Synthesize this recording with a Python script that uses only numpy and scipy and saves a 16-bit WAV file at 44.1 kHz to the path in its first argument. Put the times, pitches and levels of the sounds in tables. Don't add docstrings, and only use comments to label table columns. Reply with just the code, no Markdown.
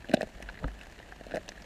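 import sys
import numpy as np
from scipy import signal
from scipy.fft import rfft, irfft
from scipy.io import wavfile

SR = 44100
rng = np.random.default_rng(int(sys.argv[2]) if len(sys.argv) > 2 else 0)


def unload_wav(signal):
    wavfile.write(
        sys.argv[1],
        SR,
        np.round(np.clip(np.atleast_2d(signal).T, -1, 1) * 32767).astype(np.int16),
    )


N = 72765
TAPS = 4096
HZ = np.fft.rfftfreq(TAPS, 1 / SR)
AGE_S = np.arange(TAPS) / SR

# (frequency [Hz], relative density [dB])
WATER_SPECTRUM = [(15, -18.5), (30, -2), (40, -2), (50, 5), (62, -9), (85, -9), (125, -14.5), (180, -11),
                  (260, -16), (420, -21.5), (650, -31), (1100, -40), (2000, -50), (16000, -62)]
# (frequency [Hz], relative density [dB])
REEF_SPECTRUM = [(100, -12.5), (400, 3.5), (680, 7.5), (1150, -3), (1450, 0), (1750, 4.5), (2250, -2),
                 (2800, -0.5), (3300, -5.5), (4200, -5.5), (5000, -12), (7000, -9.5), (10000, -18.5),
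                 (13000, -18.5), (16000, -35)]
CLICK_BAND_EDGES_HZ = [110, 400, 1100, 2250, 5000, 16000]
# (frequency [Hz], half width [Hz], gain [dB])
HOUSING_MODES = [(240, 83, 4.5), (510, 89, -5), (620, 62, 3), (1649, 135, -8.5), (1900, 210, -17),
                 (2600, 230, -14.5), (2882, 102, -14), (3530, 80, -18.5), (4010, 280, -19.5),
                 (4660, 50, -34), (5100, 320, -27.5), (6020, 250, -37)]
# (frequency [Hz], gain [dB])
WALL_GAIN = [(30, -50), (120, -10), (400, -4.5), (780, -6), (1100, -54), (2300, -32.5), (5000, -39),
             (8000, -39.5), (12000, -49), (16000, -59)]
# (time [s], ring [Hz], thud [dB], knock [dB], clack [dB], tick [dB], fizz [dB])
NEAR_SNAPS = [(0.0445, 1610, -48, -60, -48, -67, -73), (0.087, 2920, -48, -52, -59, -51, -74),
              (0.402, 650, -49.5, -45, -61, -78, -68), (0.4248, 2200, -48, -60, -46, -50, -53),
              (0.4881, 1560, -64, -50, -39, -49, -73), (0.498, 940, -59, -49, -56, -57, -67.5),
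              (0.543, 1770, -82, -62, -52, -59, -82), (0.5527, 1950, -73, -67, -52, -60, -83),
              (0.574, 1900, -58, -69, -49, -60, -98), (0.59, 1900, -66, -66, -51, -57, -79),
              (0.642, 1335, -44, -53, -43, -53.5, -89), (0.6802, 1800, -45, -48, -45.5, -60, -64.5),
              (0.7901, 2820, -69, -68, -55.5, -57, -66), (0.812, 2800, -56.5, -79, -51.5, -49, -66),
              (0.8325, 3420, -70, -67, -54, -59, -63), (0.869, 900, -61, -53, -57, -62, -64),
              (0.923, 1960, -61, -76, -55.5, -60.5, -63.5), (0.9895, 2850, -54, -61, -54.5, -54.5, -72),
              (1.0005, 1730, -61, -50, -52.5, -65, -75), (1.0267, 1900, -57, -71, -51, -65, -68),
              (1.123, 1020, -59, -49.5, -45, -66, -68), (1.429, 9000, -72, -77, -79, -82, -70),
              (1.461, 10100, -67, -62, -69, -67, -70), (1.48, 2770, -51, -54.5, -62, -50, -64),
              (1.4897, 6160, -55.5, -46, -48.5, -45, -44.5), (1.5191, 1900, -54.5, -61, -49.5, -55.5, -72),
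              (1.577, 1880, -71, -55, -50, -71, -78), (1.621, 5600, -81, -54, -59, -58, -58)]
# (time [s], knock lag [s], thud [dB], knock [dB], clack [dB], tick [dB], fizz [dB])
CORAL_CRACKS = [(0.0944, 0.0013, -38, -39, -51, -47.5, -61), (0.1032, 0.00028, -35.5, -56, -64, -72, -72),
                (0.1137, 0.001, -47, -45, -43.5, -50.5, -62), (0.1297, 0.00079, -44, -47.5, -48, -62, -81),
                (0.1352, 0.0013, -35.5, -35, -41.5, -45, -60),
                (0.1387, 0.00095, -19, -19.5, -29.5, -35.5, -41.5),
                (0.1447, 0.00015, -39, -32.5, -41, -34, -43), (0.169, 0.00056, -62, -43, -52, -45.5, -77),
                (0.174, 0.00059, -41.5, -34, -58, -70, -80),
                (0.2087, 0.00108, -43.5, -29.5, -35.5, -57, -51),
                (0.2179, 0.00034, -69, -51, -51, -41.5, -52),
                (0.229, 0.00108, -39.5, -30.5, -46.5, -53.5, -53.5),
                (0.272, 0.00042, -59, -47.5, -59.5, -64, -66), (1.2106, 0.00044, -47, -45, -54, -68, -82),
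                (1.2665, 0.00032, -49.5, -45, -84, -58.5, -62.5),
                (1.3107, 0.00043, -55, -44, -49.5, -55, -70), (1.3187, 0.00029, -45, -53, -44, -52.5, -69),
                (1.339, 0.00088, -43, -33, -44.5, -71, -71),
                (1.3451, 0.00068, -36.5, -32.5, -53, -50, -57.5), (1.351, 0.00035, -40, -39, -45, -65, -59),
                (1.358, 0.00058, -52, -33.5, -44, -50, -50.5),
                (1.3692, 0.0011, -44.5, -33, -39.5, -50.5, -56.5),
                (1.3758, 0.0004, -44, -36, -47, -60, -72)]
# (centre [s], half length [s], level [dB])
BEAK_SCRAPES = [(0.132, 0.024, -48), (0.216, 0.036, -46.5), (1.331, 0.047, -50.5)]
# (frequency [Hz], relative density [dB])
CHURN_SPECTRUM = [(30, 1), (90, -2), (160, 2), (300, -17), (600, -10.5), (1500, -31), (5000, -70)]
# (frequency [Hz], level [dB], t60 [s])
BUMP_MODES = [(97, -36.5, 0.18), (150, -30.5, .07), (276, -33, 0.14), (518, -32.5, 0.059),
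              (950, -24.5, 0.014), (1266, -23, 0.015)]


def amp(db):
    return 10 ** (np.asarray(db) / 20)


def unit_rms(x):
    return x / np.sqrt(np.mean(x ** 2) + 1e-20)


def curve_gain(points, hz):
    points_hz, db = np.transpose(points)
    return amp(np.interp(np.log(hz + 1), np.log(points_hz + 1), db))


def add(mix, time_s, sound):
    part = mix[max(round(time_s * SR), 0):][:len(sound)]
    part += sound[:len(part)]


def min_phase(gain):
    log_gain = np.log(np.maximum(np.r_[gain, gain[-2:0:-1]], 1e-7))
    return np.exp(np.conj(signal.hilbert(log_gain)))[:len(gain)]


def noise(spectrum):
    gain = curve_gain(spectrum, np.fft.rfftfreq(N, 1 / SR))
    return unit_rms(irfft(rfft(rng.standard_normal(N)) * gain, N))


def water(level_db=-50.5, lump_db=1.5, lump_s=0.027):
    window = np.hanning(int(2 * lump_s * SR))
    lumps = unit_rms(signal.fftconvolve(rng.standard_normal(N), window, "same"))
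    return amp(level_db) * unit_rms(noise(WATER_SPECTRUM) * amp(lump_db * lumps))


def far_shrimp(level_db=-56.5, wash_db=-59, snaps_per_s=700, spread_db=5,
               spots=32, patchy_db=4, smear_s=0.0031, dull_hz=7500):
    sizes = amp(spread_db * np.minimum(rng.exponential(1, N), 3))
    impulses = sizes * (rng.random(N) < snaps_per_s / SR)
    spot_of = rng.integers(0, spots, N)
    out = np.zeros(N)
    for spot in range(spots):
        spectrum = [(hz, db + patchy_db * rng.standard_normal()) for hz, db in REEF_SPECTRUM]
        colour = curve_gain(spectrum, HZ) / (1 + (HZ / dull_hz) ** 2)
        burst = rng.standard_normal(TAPS) * np.exp(-AGE_S / smear_s)
        snap = unit_rms(irfft(min_phase(colour) * rfft(burst)))
        out += signal.oaconvolve(impulses * (spot_of == spot), snap)[:N]
    return amp(level_db) * unit_rms(out) + amp(wash_db) * noise(REEF_SPECTRUM)


def housing(low_cut_hz=128):
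    mode_power = sum(amp(db) ** 2 / (1 + ((HZ - hz) / half_width_hz) ** 2) ** 2
                     for hz, half_width_hz, db in HOUSING_MODES)
    power = mode_power + curve_gain(WALL_GAIN, HZ) ** 2
    slope = (HZ / low_cut_hz) ** 6
    return np.sqrt(power * slope / (1 + slope))


def scatter(grit_db, grit_s, echo_db, echo_s, grit_above_hz):
    tails = rng.standard_normal((2, TAPS)) * np.exp(-AGE_S / np.array([[grit_s], [echo_s]]))
    grit, echo = rfft(tails / np.linalg.norm(tails, axis=1, keepdims=True))
    highpass = (HZ / (HZ - 1j * grit_above_hz)) ** 2
    return 1 + amp(grit_db) * grit * highpass + amp(echo_db) * echo


def click(levels_db, body, impulse):
    power = abs(body * impulse) ** 2 * 2 / TAPS / (SR / 100)
    colour = []
    for db, low_hz, high_hz in zip(levels_db, CLICK_BAND_EDGES_HZ, CLICK_BAND_EDGES_HZ[1:]):
        gain_db = db - 10 * np.log10(power[(HZ >= low_hz) & (HZ < high_hz)].sum())
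        colour += [(low_hz * 1.2, gain_db), (high_hz / 1.2, gain_db)]
    fade = np.cos(np.pi / 2 * AGE_S / AGE_S[-1]) ** 2
    return irfft(min_phase(body * curve_gain(colour, HZ)) * impulse) * fade


def near_snaps(ring_db=12, ring_width_ratio=0.12, housing_share=0.56, dull_hz=8500):
    out = np.zeros(N)
    for time_s, ring_hz, *levels_db in NEAR_SNAPS:
        ring = 1 + amp(ring_db) / (1 + ((HZ / ring_hz - 1) / ring_width_ratio) ** 2)
        impulse = scatter(grit_db=16.5, grit_s=0.0028, echo_db=-5, echo_s=0.01, grit_above_hz=1170)
        body = housing() ** housing_share * ring / (1 + (HZ / dull_hz) ** 2)
        add(out, time_s, click(levels_db, body, impulse))
    return out


def coral_cracks(knock_below_hz=1840):
    out = np.zeros(N)
    for time_s, lag_s, *levels_db in CORAL_CRACKS:
        lag = np.exp(-2j * np.pi * lag_s * knock_below_hz * np.arctan(HZ / knock_below_hz))
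        impulse = scatter(grit_db=9, grit_s=0.0021, echo_db=-9.5, echo_s=0.006, grit_above_hz=1560)
        add(out, time_s, click(levels_db, housing(), lag * impulse))
    return out


def beak_scrapes(grains_per_s=900, spread_db=3):
    t = np.arange(N) / SR
    sizes = amp(spread_db * np.minimum(rng.exponential(1, N), 3)) * rng.choice([-1, 1], N)
    grains = sizes * (rng.random(N) < grains_per_s / SR)
    ring = irfft(min_phase(housing()))
    pressure = sum(amp(db) * np.exp(-((t - centre_s) / half_s) ** 4)
                   for centre_s, half_s, db in BEAK_SCRAPES)
    return pressure * unit_rms(signal.oaconvolve(grains, ring)[:N])


def swirl(swell_db=-27, peak_s=0.66, rise_s=0.012, fall_s=0.029, rock_hz=49,
          churn_db=-36, churn_sigma_s=0.017, bump_s=0.6415, bump_rise_s=0.00087):
    t = np.arange(N) / SR
    swell = np.exp(-abs(t - peak_s) / np.where(t < peak_s, rise_s, fall_s))
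    rocking = amp(swell_db) * swell * np.cos(2 * np.pi * rock_hz * (t - peak_s))
    churn = amp(churn_db) * noise(CHURN_SPECTRUM) * np.exp(-0.5 * ((t - bump_s) / churn_sigma_s) ** 2)
    ring = sum(amp(db - 60 * AGE_S / t60_s) * np.sin(2 * np.pi * hz * AGE_S)
               for hz, db, t60_s in BUMP_MODES)
    out = rocking + churn
    add(out, bump_s, ring * (1 - np.exp(-AGE_S / bump_rise_s)))
    return out


def scene():
    bites = coral_cracks() + beak_scrapes()
    return (bites + near_snaps() + swirl() + far_shrimp() + water())[None]


def record(dry):
    cutoff_hz = 15600
    lowpass = signal.firwin(401, cutoff_hz, window=("kaiser", 9), fs=SR)
    return signal.oaconvolve(dry, lowpass[None], "same")


dry = scene()
out = record(dry)
unload_wav(out)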